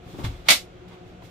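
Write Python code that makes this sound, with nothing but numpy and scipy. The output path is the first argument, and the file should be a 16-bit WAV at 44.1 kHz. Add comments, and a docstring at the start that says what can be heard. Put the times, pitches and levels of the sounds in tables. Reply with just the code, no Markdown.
"""A wooden folding chair is opened in a small, wood-lined room. First its legs scuff and knock, driving the
modes of the hollow floor, and the slats slide with friction. Near half a second the seat strikes its two stops
and rebounds: two sharp clacks and a fainter third, in which slats and frame vibrate freely and the room
reverberates. Faint handling follows. An appliance's hum and a low rumble lie under it all."""
import sys
import numpy as np
from scipy import signal
from scipy.fft import rfft, irfft, next_fast_len
from scipy.io import wavfile
from scipy.ndimage import map_coordinates

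SR = 44100
rng = np.random.default_rng(int(sys.argv[2]) if len(sys.argv) > 2 else 0)


def generate_wav(signal):
    """Clip the signal to [-1, 1] and save it as 16-bit WAV at the path in sys.argv[1]."""
    frames = np.transpose(np.atleast_2d(signal))
    scaled = np.clip(frames, -1, 1) * 32767
    pcm = np.round(scaled).astype(np.int16)
    wavfile.write(sys.argv[1], SR, pcm)


N = 57330


# Two stops and a rebound. Each row: start in seconds, crack level in dB, rise in seconds, treble tilt
# in dB per octave, bass lift in dB, then the levels of slats, frame and room in dB.
SEAT_IMPACTS = [(0.4864, -13, .0012, -1.5, -6, -8.5, -27, -8.5),
                (0.5041, -11.5, .0004, 1.03, 3, -14.5, -22, -10),
                (0.516, -23, 0.0014, 1.5, 1.5, -24.5, -33, -16)]
# Heavily damped modes of the slats. Each row: frequency in Hz, level in dB, T60 in seconds.
SLAT_MODES = [(624, -16, 0.047), (818, -15, 0.047), (1060, -7.5, .045), (1338, -10, 0.051),
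              (1935, -2, 0.021), (2252, 2.5, 0.038), (2800, 0, 0.0094), (3410, 9, 0.0077)]
# Modes of the frame and its steel pivots. Each row: frequency in Hz, level in dB, T60 in seconds.
FRAME_MODES = [(237, -15, .2), (587, -9, .16), (640, -10, .15), (1174, -9, .14), (1349, -8, .16),
               (1400, -9, .18), (1952, -5, .15), (2026, -1, .15), (2096, -4, .16), (2186, 1.5, .155),
               (2378, -4, .13), (2627, -4, .17), (2794, -4, .17), (2934, -4, .17), (3360, -4, .17),
               (3544, -1, .16), (3944, 0, .17), (4680, -6, .15), (5030, -4, .16), (6312, -5, .16),
               (7321, -13, .15), (9232, -14, .11), (11610, -14, .12)]
def seat_clack(lead_s=.002, lead_db=-3.5, crack_t60=.055, cutoff_hz=95):
    """Impact excitation: each blow gives a broadband crack and excites the slats, frame and room."""
    out = np.zeros((2, N))
    for start, crack_db, rise_s, tilt_db, bass_db, slats_db, frame_db, room_db in SEAT_IMPACTS:
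        t, early = since(start), since(start - lead_s)
        blow = rise(t, rise_s) * fall(t, crack_t60)
        light_touch = amp(lead_db) * rise(early, rise_s) * fall(early, crack_t60)
        out += amp(crack_db) * (light_touch + blow) * crack_noise(tilt_db, bass_db)
        modes = amp(slats_db) * ringing(SLAT_MODES, t) + amp(frame_db) * ringing(FRAME_MODES, t)
        out += rise(t, rise_s) * modes
        out += amp(room_db) * room_tail(crack_noise(tilt_db, bass_db), start)
    # The clack carries little below the cutoff.
    return filtered(out, lambda hz: -hz * hz / (cutoff_hz ** 2 - hz * hz + 1j * hz * cutoff_hz))


# Spectrum of the wooden crack. Each row: frequency in Hz, spectral level in dB.
CRACK_SPECTRUM = [(50, -38.5), (110, -12.5), (175, -13.5), (240, -8.5), (400, -14.5), (500, -9), (620, -4),
                  (930, -5.5), (1350, -2.5), (1750, -2.5), (2140, 0.5), (2550, -2), (3600, 1.5), (5000, -4),
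                  (6500, -5.5), (9000, -11), (12000, -12), (14000, -13.5), (15500, -24.5)]
RIPPLE_HZ = np.arange(0, SR / 2, 110)
RIPPLE_DB = 2.5 * rng.standard_normal(len(RIPPLE_HZ)) * np.minimum(RIPPLE_HZ / 4000, 1)
def crack_noise(tilt_db, bass_db):
    """Coloration: noise of the wooden crack, with an unchanging random ripple across its treble."""
    smooth = noise(CRACK_SPECTRUM, tilt_db, bass_db)
    return unit(filtered(smooth, lambda hz: np.interp(hz, RIPPLE_HZ, amp(RIPPLE_DB))))


# Reverberation times of the room. Each row: frequency in Hz, T60 in seconds.
ROOM_DECAY = [(100, 0.12), (250, .22), (550, .16), (1400, 0.15), (3500, 0.18), (9000, 0.17), (15000, .16)]
def room_tail(x, start, build_s=.006):
    """Reverberation: the sound builds up, then each frequency decays at its own rate."""
    hz, t, spectra = signal.stft(x, SR, nperseg=256)
    spectra *= fall(np.maximum(t - start, 0), along(ROOM_DECAY, hz)[:, None])
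    return signal.istft(spectra, SR, nperseg=256)[1][:, :N] * rise(since(start), build_s)


# Weight landing on the floor. Each row: start in seconds, level in dB.
FLOOR_LOADS = [(0.2409, -20), (0.27, -37), (0.618, -46.5), (1.051, -43), (1.231, -43)]
# Modes of the hollow floor. Each row: frequency in Hz, level in dB, T60 in seconds.
FLOOR_MODES = [(37.8, -12.5, 0.69), (57.5, -6, .42), (76, -5.5, 0.36), (108.4, 0.5, 0.23),
               (115.5, -9.5, 0.11), (271, -16.5, 0.2)]
def floor_boom(rise_s=.004):
    """Free vibration: a sudden load sets the boards booming in their low modes."""
    out = np.zeros(N)
    for start, load_db in FLOOR_LOADS:
        t = since(start)
        boards = sum(amp(db) * fall(t, t60) * np.sin(2 * np.pi * hz * t) for hz, db, t60 in FLOOR_MODES)
        out -= amp(load_db) * rise(t, rise_s) * boards
    return out


# Legs knocking the floor. Each row: start in seconds, level in dB, T60 in seconds, bass lift in dB.
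LEG_KNOCKS = [(0.061, -39, 0.25, 4), (0.133, -37, 0.6, 5), (0.184, -31, 0.44, -2), (0.246, -34, 0.22, 35),
              (1.05, -45, 0.0554, 10.5), (1.226, -44, 0.23, 1)]
# Spectrum of a dull knock. Each row: frequency in Hz, spectral level in dB.
KNOCK_SPECTRUM = [(35, -23), (80, -4), (135, 1), (200, -9), (300, -5.5), (400, -8.5), (600, -17),
                  (900, -18.5), (1150, -19), (2000, -35), (6000, -52), (15000, -70.5)]
def leg_knocks(rise_s=.004):
    """Soft impact: a slow contact puts most of its energy into low frequencies."""
    out = np.zeros((2, N))
    for start, db, t60, bass_db in LEG_KNOCKS:
        t = since(start)
        out += amp(db) * rise(t, rise_s) * fall(t, t60) * noise(KNOCK_SPECTRUM, bass_db=bass_db)
    return out


# Legs touching down. Each row: start in seconds, level in dB.
LEG_TAPS = [(0.186, -51), (0.247, -38.5)]
# Resonances of the legs. Each row: frequency in Hz, bandwidth in Hz, peak gain in dB.
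LEG_RESONANCES = [(530, 37, 3), (903, 40, 3), (1133, 22, 7), (2110, 77, 5.5), (3390, 95.3, 4.5),
                  (4040, 84, 1)]
def leg_taps(rise_s=.0024, t60=.098):
    """Impulse response: a tapped leg rings briefly at its natural frequencies."""
    top_db = max(db for _, _, db in LEG_RESONANCES)
    modes = [(hz, db - top_db, t60) for hz, _, db in LEG_RESONANCES]
    return sum(amp(db) * rise(since(start), rise_s) * ringing(modes, since(start))
               for start, db in LEG_TAPS)


# Wood sliding on wood and under the hands. Each row: peak time in seconds, level in dB,
# rise in seconds, T60 in seconds, treble tilt in dB per octave.
SCUFF_STROKES = [(0.125, -53.5, 0.069, 1, 2.5), (0.2, -49.5, 0.027, 0.6, 3.5),
                 (0.252, -34, 0.013, 0.17, 0.44), (0.311, -52, .03, 1.0, 0.3),
                 (0.483, -40.5, .022, .05, -0.5), (0.883, -55.5, 0.00424, 0.19, 1.5),
                 (0.928, -51.5, 0.026, 0.32, -3.5), (0.945, -64.5, 0.017, .15, 3.5),
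                 (1.091, -63.5, 0.036, .3, 2), (1.224, -47.5, 0.0027, 0.053, -5),
                 (1.254, -54, 0.026, 0.32, 3.5)]
# Spectrum of sliding wood. Each row: frequency in Hz, spectral level in dB.
FRICTION_SPECTRUM = [(50, -41.5), (200, -13.5), (500, -3.5), (1100, 2), (1700, -2), (2400, -2),
                     (3600, -0.5), (5000, -7.5), (8000, -14), (10500, -20), (14000, -19)]
def scuffs():
    """Source and filter: friction noise swells and fades, coloured by the resonances of the legs."""
    out, t = np.zeros((2, N)), since(0)
    for peak_s, db, rise_s, t60, tilt_db in SCUFF_STROKES:
        swell = np.exp(-(np.minimum(t - peak_s, 0) / rise_s) ** 2)
        out += amp(db) * swell * fall(since(peak_s), t60) * noise(FRICTION_SPECTRUM, tilt_db)
    def legs(hz):
        return 1 + sum((amp(db) - 1) * 1j * hz * width / (centre ** 2 - hz * hz + 1j * hz * width)
                       for centre, width, db in LEG_RESONANCES)
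    return filtered(out, legs)


# Partials of the appliance. Each row: frequency in Hz, RMS level in dB.
HUM_PARTIALS = [(118.4, -58.5), (177.6, -57.5), (360.7, -53), (452, -67.5), (543.7, -66.5), (721.4, -60)]
def appliance_hum(left_lag_s=.00038, waver_db=1.5, flutter_depth=.4, drift_rad=.35):
    """Random modulation: each partial of a line spectrum wavers in amplitude and phase."""
    t, hum = np.array([since(left_lag_s), since(0)]), 0
    for hz, db in HUM_PARTIALS:
        level = amp(db + waver_db * wobble(17)) * (1 + flutter_depth * wobble(45))
        hum += level * np.sqrt(2) * np.sin(2 * np.pi * hz * t + drift_rad * wobble(22))
    return hum


# Spectrum of the room's background. Each row: frequency in Hz, spectral level in dB.
RUMBLE_SPECTRUM = [(25, -16.5), (60, -1.5), (120, -9), (175, -6), (215, -13), (260, -10.5), (360, -11),
                   (420, -13), (480, -11.5), (600, -15.5), (730, -13), (900, -24), (1400, -20), (1800, -26),
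                   (2300, -25), (3300, -27), (5000, -37), (7000, -39.5), (9500, -52.5), (15000, -54)]
def rumble(level_db=-48):
    """Stationary noise: a steady, continuous spectrum weighted to the bass."""
    return amp(level_db) * noise(RUMBLE_SPECTRUM)


# Likeness of left and right. Each row: frequency in Hz, correlation from -1 to 1.
STEREO_CORRELATION = [(60, 1), (150, 0.65), (300, 1), (640, 0.52), (1400, -0.2), (2200, 0.33),
                      (4000, -0.0053), (12000, 0)]
def stereo_angle(hz):
    """Correlation is the cosine of this angle: near mono in the bass, diffuse in the treble."""
    return np.arccos(np.clip(along(STEREO_CORRELATION, hz), -1, 1))


def ringing(modes, t):
    """Modal superposition: damped sines of alternating sign, shifted in phase between left and right by the
    stereo angle."""
    out = np.zeros((2, N))
    for k, (hz, db, t60) in enumerate(modes):
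        phase = rng.choice([-1, 1]) * stereo_angle(hz) * np.array([[.5], [-.5]])
        out += (-1) ** k * amp(db) * fall(t, t60) * np.sin(2 * np.pi * hz * t + phase)
    return out


def noise(spectrum, tilt_db=0, bass_db=0):
    """Spectral shaping: white noise becomes coloured, partly correlated stereo noise of unit RMS."""
    def response(hz):
        angle = stereo_angle(hz) / 2
        shade_db = tilt_db * np.log2(np.maximum(hz, 700) / 3000) + bass_db / (1 + (hz / 700) ** 2)
        low_cut = rise(hz ** 2, 20 ** 2)
        return amp(along(spectrum, hz) + shade_db) * [np.cos(angle), np.sin(angle)] * low_cut
    mid, side = filtered(rng.standard_normal((2, N)), response)
    return unit(np.array([mid + side, mid - side]))


def amp(db):
    return 10 ** (np.asarray(db) / 20)


def unit(x):
    return x / np.sqrt(np.mean(x ** 2) + 1e-20)


def along(points, hz):
    """Interpolation on a logarithmic frequency axis."""
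    knots_hz, values = np.transpose(points)
    return np.interp(np.log(hz + 1), np.log(knots_hz + 1), values)


def since(start):
    """Elapsed seconds, zero before the start."""
    return np.maximum(np.arange(N) / SR - start, 0)


def fall(t, t60):
    """Exponential decay by 60 dB in t60."""
    return np.exp(-np.log(1000) * t / t60)


def rise(t, constant):
    """Exponential approach from zero to one."""
    return 1 - np.exp(-t / constant)


def wobble(knots_per_s):
    """Spline interpolation of random values."""
    return map_coordinates(rng.standard_normal(N // 8), [np.arange(N) * knots_per_s / SR], mode="wrap")


def filtered(x, response):
    """Linear filtering: the spectrum is multiplied by a frequency response."""
    size = next_fast_len(N + SR // 4)
    return irfft(rfft(x, size) * response(np.fft.rfftfreq(size, 1 / SR)), size)[..., :N]


# Stereo balance. Each row: frequency in Hz, left minus right level in dB.
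LEVEL_DIFFERENCE = [(60, 1), (200, 2.5), (380, 0.8), (700, 0.5), (1200, 2), (2200, -1.9), (4400, -2.5),
                    (8000, 2), (14000, -0.7)]
def scene():
    """Superposition: the sources add, and each frequency leans a little to one side."""
    mix = seat_clack() + floor_boom() + leg_knocks() + leg_taps() + scuffs() + appliance_hum() + rumble()
    return filtered(mix, lambda hz: amp(along(LEVEL_DIFFERENCE, hz) * np.array([[.5], [-.5]])))


def record(dry, top_hz=15250):
    """Saturation rounds the highest peaks; a steep low-pass limits the bandwidth."""
    rounded = dry / (1 + np.abs(dry) ** 8) ** (1 / 8)
    return filtered(rounded, lambda hz: 1 / np.sqrt(1 + (hz / top_hz) ** 120))


dry = scene()
out = record(dry)
generate_wav(out)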